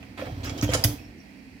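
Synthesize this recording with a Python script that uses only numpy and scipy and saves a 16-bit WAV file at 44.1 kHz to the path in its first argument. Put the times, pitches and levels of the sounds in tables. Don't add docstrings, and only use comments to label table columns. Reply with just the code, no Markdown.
import sys
import numpy as np
from scipy import signal
from scipy.fft import rfft, irfft
from scipy.io import wavfile

SR = 44100
rng = np.random.default_rng(int(sys.argv[2]) if len(sys.argv) > 2 else 0)


def volts_from_db(level):
    exponent = np.asarray(level, float) / 20
    return 10 ** exponent


def materialize(psi):
    bounded = np.clip(np.atleast_2d(psi).T, -1, 1)
    quanta = np.round(bounded * 32767).astype(np.int16)
    wavfile.write(sys.argv[1], SR, quanta)


N = 70560
T = np.arange(N) / SR

# f/Hz, density/dB
ROOM_TONE_SPECTRUM = [(30, -5), (80, -6.5), (130, -14), (205, -1.5), (245, -4.5), (282, -0.5), (345, -22.5),
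                      (800, -24.5), (1250, -35), (1900, -20.5), (2600, -21.5), (3400, -40), (4500, -29.5),
                      (6500, -41), (16000, -48.5)]
# t/s, boom level/dB, body level/dB, faint rattle level/dB
ROLL = [(0, -49.5, -53, -54.5), (0.159, -49, -56, -58.5), (0.199, -38, -45, -42.5), (.35, -37.5, -44, -50),
        (.5, -34, -41, -45.5), (.6, -36.5, -39, -43), (.82, -38, -44, -39.5), (.93, -40, -46.5, -44.5),
        (0.998, -45.5, -48, -54.5), (1.179, -55.5, -46.5, -65.5), (1.239, -65, -64, -59),
        (1.6, -59, -53.5, -67)]
# f/Hz, density/dB
RATTLE_SPECTRUM = [(300, -11), (450, 7.5), (1000, -1), (2500, -10), (6000, -17), (9000, -26), (16000, -20)]
# t/s, boom level/dB, body level/dB, knock level/dB, best struck knock mode f/Hz
THUDS = [(0.189, -53, -35.5, -30.5, 600), (0.220, -50, -52, -23, 559), (0.271, -37, -40, -30.5, 505),
         (0.317, -28.5, -47.5, -46, 500), (.445, -33, -33, -38, 496), (0.499, -48, -39.5, -50, 497),
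         (0.628, -19, -20.5, -33, 700), (0.691, -25, -36, -18.5, 484), (0.728, -22.5, -47.5, -31.5, 496),
         (0.749, -25.5, -30.5, -17.5, 543), (0.845, -15.5, -27, -26.5, 670), (0.891, -29, -35, -39, 600)]
# f/Hz, level/dB, t60/s
BOOM_MODES = [(62, -6, .13), (88, -8, .1), (115, 0, .16), (140, -7, .08)]
BODY_MODES = [(225, -9, .2), (272, -10, .15), (296, 0, .3), (335, -13, .08)]
KNOCK_MODES = [(512, 0, .08), (590, 0, .07), (690, 0, .07), (925, 8, .05)]
# f/Hz, level/dB, t60/s
RACK_MODES = [(1535, -9, .02), (2132, -5, .025), (2290, -3, .025), (3250, -6, .02), (4000, -5, .015),
              (4880, 0, .015), (5540, 0, .015), (6680, -4, .012)]
# t/s, f/Hz, rms level/dB, duration/s
CLINKS = [(0.264, 709, -45, 0.036), (0.583, 3070, -47.5, 0.0115), (0.681, 3070, -44, .025),
          (0.982, 2590, -59.5, 0.072), (.995, 5390, -62, 0.075), (1.181, 5590, -64.5, 0.036)]
# t/s, f/Hz, level/dB
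TICKS = [(0.438, 4070, -32.5), (0.4584, 5240, -29.5), (0.495, 5450, -36), (.589, 5460, -34.5),
         (0.613, 5810, -23.5), (.6285, 5030, -27), (0.839, 4990, -9), (.847, 3340, -21.5),
         (0.854, 3160, -24.5)]
# t/s, hold/s, then level/dB of scrape, clatter, crisp, sizzle
JOLTS = [(0.027, 0.0058, -46.5, -59.5, -89, -74), (0.174, 0.027, -40, -91, -62.5, -68),
         (0.212, 0.0015, -37, -79, -79, -75), (0.253, 0.02, -45.5, -78, -66, -76),
         (0.4323, 0.011, -46, -45, -86, -79), (0.442, 0.015, -41, -43, -56, -48.5),
         (0.462, 0.022, -40, -45, -65, -66), (0.493, 0.0056, -38.5, -37.5, -58, -60),
         (0.5774, 0.013, -53, -44.5, -65, -57), (0.6224, 0.021, -34.5, -35.5, -52, -42),
         (0.691, 0.094, -42.5, -42.5, -56, -67.5), (0.717, 0.017, -34.5, -44, -48, -53),
         (0.7343, 0.018, -26.5, -25, -30.5, -41), (0.839, 0.0022, -24, -21.5, -21, -19.5)]
# low f/Hz, high f/Hz
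JOLT_BANDS = [(380, 2900), (2900, 7200), (7200, 10600), (10600, 17000)]

ROOM_TONE_DB, ROOM_T60_S, ROOM_DB = -48.5, 0.29, -6.5
TUB_T60_S, TUB_DB = 0.031, -5
TUB_TO_ROOM_DB = -4
ALIKE_BELOW_HZ = 600
BASS_PAN_DB, TREBLE_PAN_DB, TONE_PAN_DB = -2, -5, -5
RIGHT_LEADS_S, LEAD_SPREAD_S = 0.0002135, 0.000165
WHEEL_BUMPS_PER_S = 250.3
RATTLE_PER_S, COLLIDE_PER_S = 2570, 1986
BOOM_PUSH_S, BODY_PUSH_S, KNOCK_PUSH_S = 0.0026, 0.0015, 0.00035
KNOCK_FALL_DB_PER_OCT = -50
RACK_DB = -9
CLINK_T60_S, CHATTER_PER_S, TICK_T60_S = 0.045, 400, 0.011
ATTACK_S, SETTLE_S = 0.00048, 0.0068
LINGER_S, LINGER_DB = 0.016, -15


def unit(x):
    return x / np.sqrt(np.mean(x ** 2))


def conv(x, h):
    return signal.fftconvolve(x, h, axes=-1)[..., :N]


def add(out, x, start_s):
    i = int(start_s * SR)
    out[..., i:i + x.shape[-1]] += x[..., :N - i]


def colour(x, spectrum):
    f_hz, db = np.array(spectrum).T
    log_f = np.log(np.arange(2049) * SR / 4096 + 1)
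    log_gain = np.interp(log_f, np.log(f_hz), db) * np.log(10) / 20
    cepstrum = irfft(log_gain)
    cepstrum[1:2048] *= 2
    cepstrum[2049:] = 0
    h = irfft(np.exp(rfft(cepstrum)))
    return conv(x, np.atleast_2d(h) if x.ndim > 1 else h)


def band(x, lo_hz, hi_hz):
    return signal.sosfilt(signal.butter(3, [lo_hz, hi_hz], "band", fs=SR, output="sos"), x)


def ring(modes, scatter_db=0., push_s=0., detune=0.):
    f_hz, db, t60_s = np.array(modes).T[:, :, None]
    t = T[:SR // 3]
    r = rng.standard_normal((len(modes), 3))
    wave = np.sin(2 * np.pi * f_hz * (1 + detune * r[:, 2:]) * t)
    strength = np.sign(r[:, :1]) * volts_from_db(db + scatter_db * r[:, 1:2])
    h = (strength * np.exp(-np.log(1000) * t / t60_s) * wave).sum(0)
    push = np.hanning(int(push_s * SR) + 3)
    return np.convolve(h, push / push.sum())[:len(t)]


def grains(rate_per_s, spread_db, size=N):
    r = rng.random((3, size))
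    r[0, 0] = 0
    hit = r[0] < rate_per_s / SR
    size_db = np.minimum(-spread_db * np.log(r[2] + 1e-9), 4 * spread_db)
    return unit(hit * np.sign(r[1] - 0.5) * volts_from_db(size_db))


def pan(x, left_over_right_db):
    return x * volts_from_db(np.array([[left_over_right_db / 2], [-left_over_right_db / 2]]))


def tail(t60_s):
    h = rng.standard_normal((2, SR // 2)) * np.exp(-np.log(1000) * T[:SR // 2] / t60_s)
    return h / np.sqrt((h ** 2).sum(1, keepdims=True))


def spread(mid, side):
    side = signal.lfilter(*signal.butter(1, ALIKE_BELOW_HZ, "high", fs=SR), side)
    return mid + side * np.array([[1], [-1]])


def room_tone():
    mid, side = colour(rng.standard_normal((2, N)), ROOM_TONE_SPECTRUM)
    return pan(volts_from_db(ROOM_TONE_DB) * spread(mid, side) / mid.std(), TONE_PAN_DB)


def room_echo(clatter, tub):
    source = clatter.mean(0) + volts_from_db(TUB_TO_ROOM_DB) * tub
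    mid, side = conv(source[None], tail(ROOM_T60_S))
    return volts_from_db(ROOM_DB) * spread(mid, side)


def in_tub(x):
    lead_s = np.clip(RIGHT_LEADS_S + LEAD_SPREAD_S * rng.standard_normal(), 0, 0.0006)
    n = np.arange(len(x))
    left = np.interp(n - lead_s * SR, n, x)
    walls = conv(x[None], tail(TUB_T60_S))[:, :len(x)]
    return np.array([left, x]) + volts_from_db(TUB_DB) * walls


def collide(hits):
    ringing = conv(hits, ring(RACK_MODES, 3., detune=0.03))[:len(hits)]
    return unit(hits) + volts_from_db(RACK_DB) * unit(ringing)


def shaken(rate_per_s, env):
    spots = []
    for _ in range(3):
        hits = env * grains(rate_per_s, 2.22, size=len(env))
        spots.append(in_tub(collide(hits)))
    return unit(sum(spots))


def wheel_bumps():
    out = np.zeros(N)
    s, boom_db, body_db, _ = np.array(ROLL).T
    for modes, level_db, push_s in ((BOOM_MODES, boom_db, BOOM_PUSH_S), (BODY_MODES, body_db, BODY_PUSH_S)):
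        h = ring([(f, 0.5 * d, 0.3 * t60) for f, d, t60 in modes], 0., push_s)
        bumps = grains(WHEEL_BUMPS_PER_S, 1.8) * volts_from_db(np.interp(T, s, level_db))
        out += conv(bumps, h / np.sqrt((h ** 2).sum()))
    return out


def rolling_rattle():
    s, *_, db = np.array(ROLL).T
    rattle = colour(shaken(RATTLE_PER_S, np.ones(N)), RATTLE_SPECTRUM)
    return volts_from_db(np.interp(T, s, db)) * unit(rattle)


def thuds():
    out = np.zeros(N)
    for s, boom_db, body_db, knock_db, best_hz in THUDS:
        knock = [(f, d + KNOCK_FALL_DB_PER_OCT * abs(np.log2(f / best_hz)), t60) for f, d, t60 in KNOCK_MODES]
        for modes, db, push_s in ((BOOM_MODES, boom_db, BOOM_PUSH_S), (BODY_MODES, body_db, BODY_PUSH_S),
                                  (knock, knock_db, KNOCK_PUSH_S)):
            add(out, volts_from_db(db) * ring(modes, 1.5, push_s), s)
    return out


def clinks():
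    out = np.zeros((2, N))
    for s, hz, db, lasts_s in CLINKS:
        taps = grains(CHATTER_PER_S, 1., size=SR // 8) * (T[:SR // 8] < lasts_s)
        cup = ring([(hz, 0, CLINK_T60_S), (hz * 1.03, -4, CLINK_T60_S)])
        x = in_tub(conv(cup, taps))
        rms = np.sqrt((x.mean(0) ** 2).sum() / (lasts_s * SR))
        add(out, volts_from_db(db) * x / rms, s)
    return out


def ticks():
    out = np.zeros((2, N))
    for s, hz, db in TICKS:
        modes = [(hz, db, TICK_T60_S), (hz * 1.12, db - 5, TICK_T60_S), (hz * 0.87, db - 11.5, TICK_T60_S)]
        add(out, in_tub(ring(modes)), s)
    return out


def jolts():
    out, t = np.zeros((2, N)), T[:SR // 4]
    for s, hold_s, *band_dbs in JOLTS:
        fall = np.exp(-np.maximum(t - hold_s, 0) / SETTLE_S)
        linger = volts_from_db(LINGER_DB) * np.exp(-t / LINGER_S)
        env = np.minimum(t / ATTACK_S, 1) * (fall + linger)
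        burst = shaken(COLLIDE_PER_S, env)
        x = sum(volts_from_db(db) * unit(band(burst, *hz)) for db, hz in zip(band_dbs, JOLT_BANDS))
        add(out, x * np.sqrt(np.mean(env ** 2)), s)
    return out


def scene():
    tub = wheel_bumps() + thuds()
    clatter = rolling_rattle() + clinks() + ticks() + jolts()
    low = tub + room_echo(clatter, tub)
    return room_tone() + pan(low, BASS_PAN_DB) + pan(clatter, TREBLE_PAN_DB)


def band_limit(x):
    return signal.sosfilt(signal.butter(12, 17090, fs=SR, output="sos"), x)


def record(dry):
    x = signal.sosfilt(signal.butter(5, 46, "high", fs=SR, output="sos"), dry)
    x = signal.sosfilt(signal.ellip(8, 0.3, 30, 15900, fs=SR, output="sos"), x)
    return band_limit(x)


dry = scene()
out = record(dry)
materialize(out)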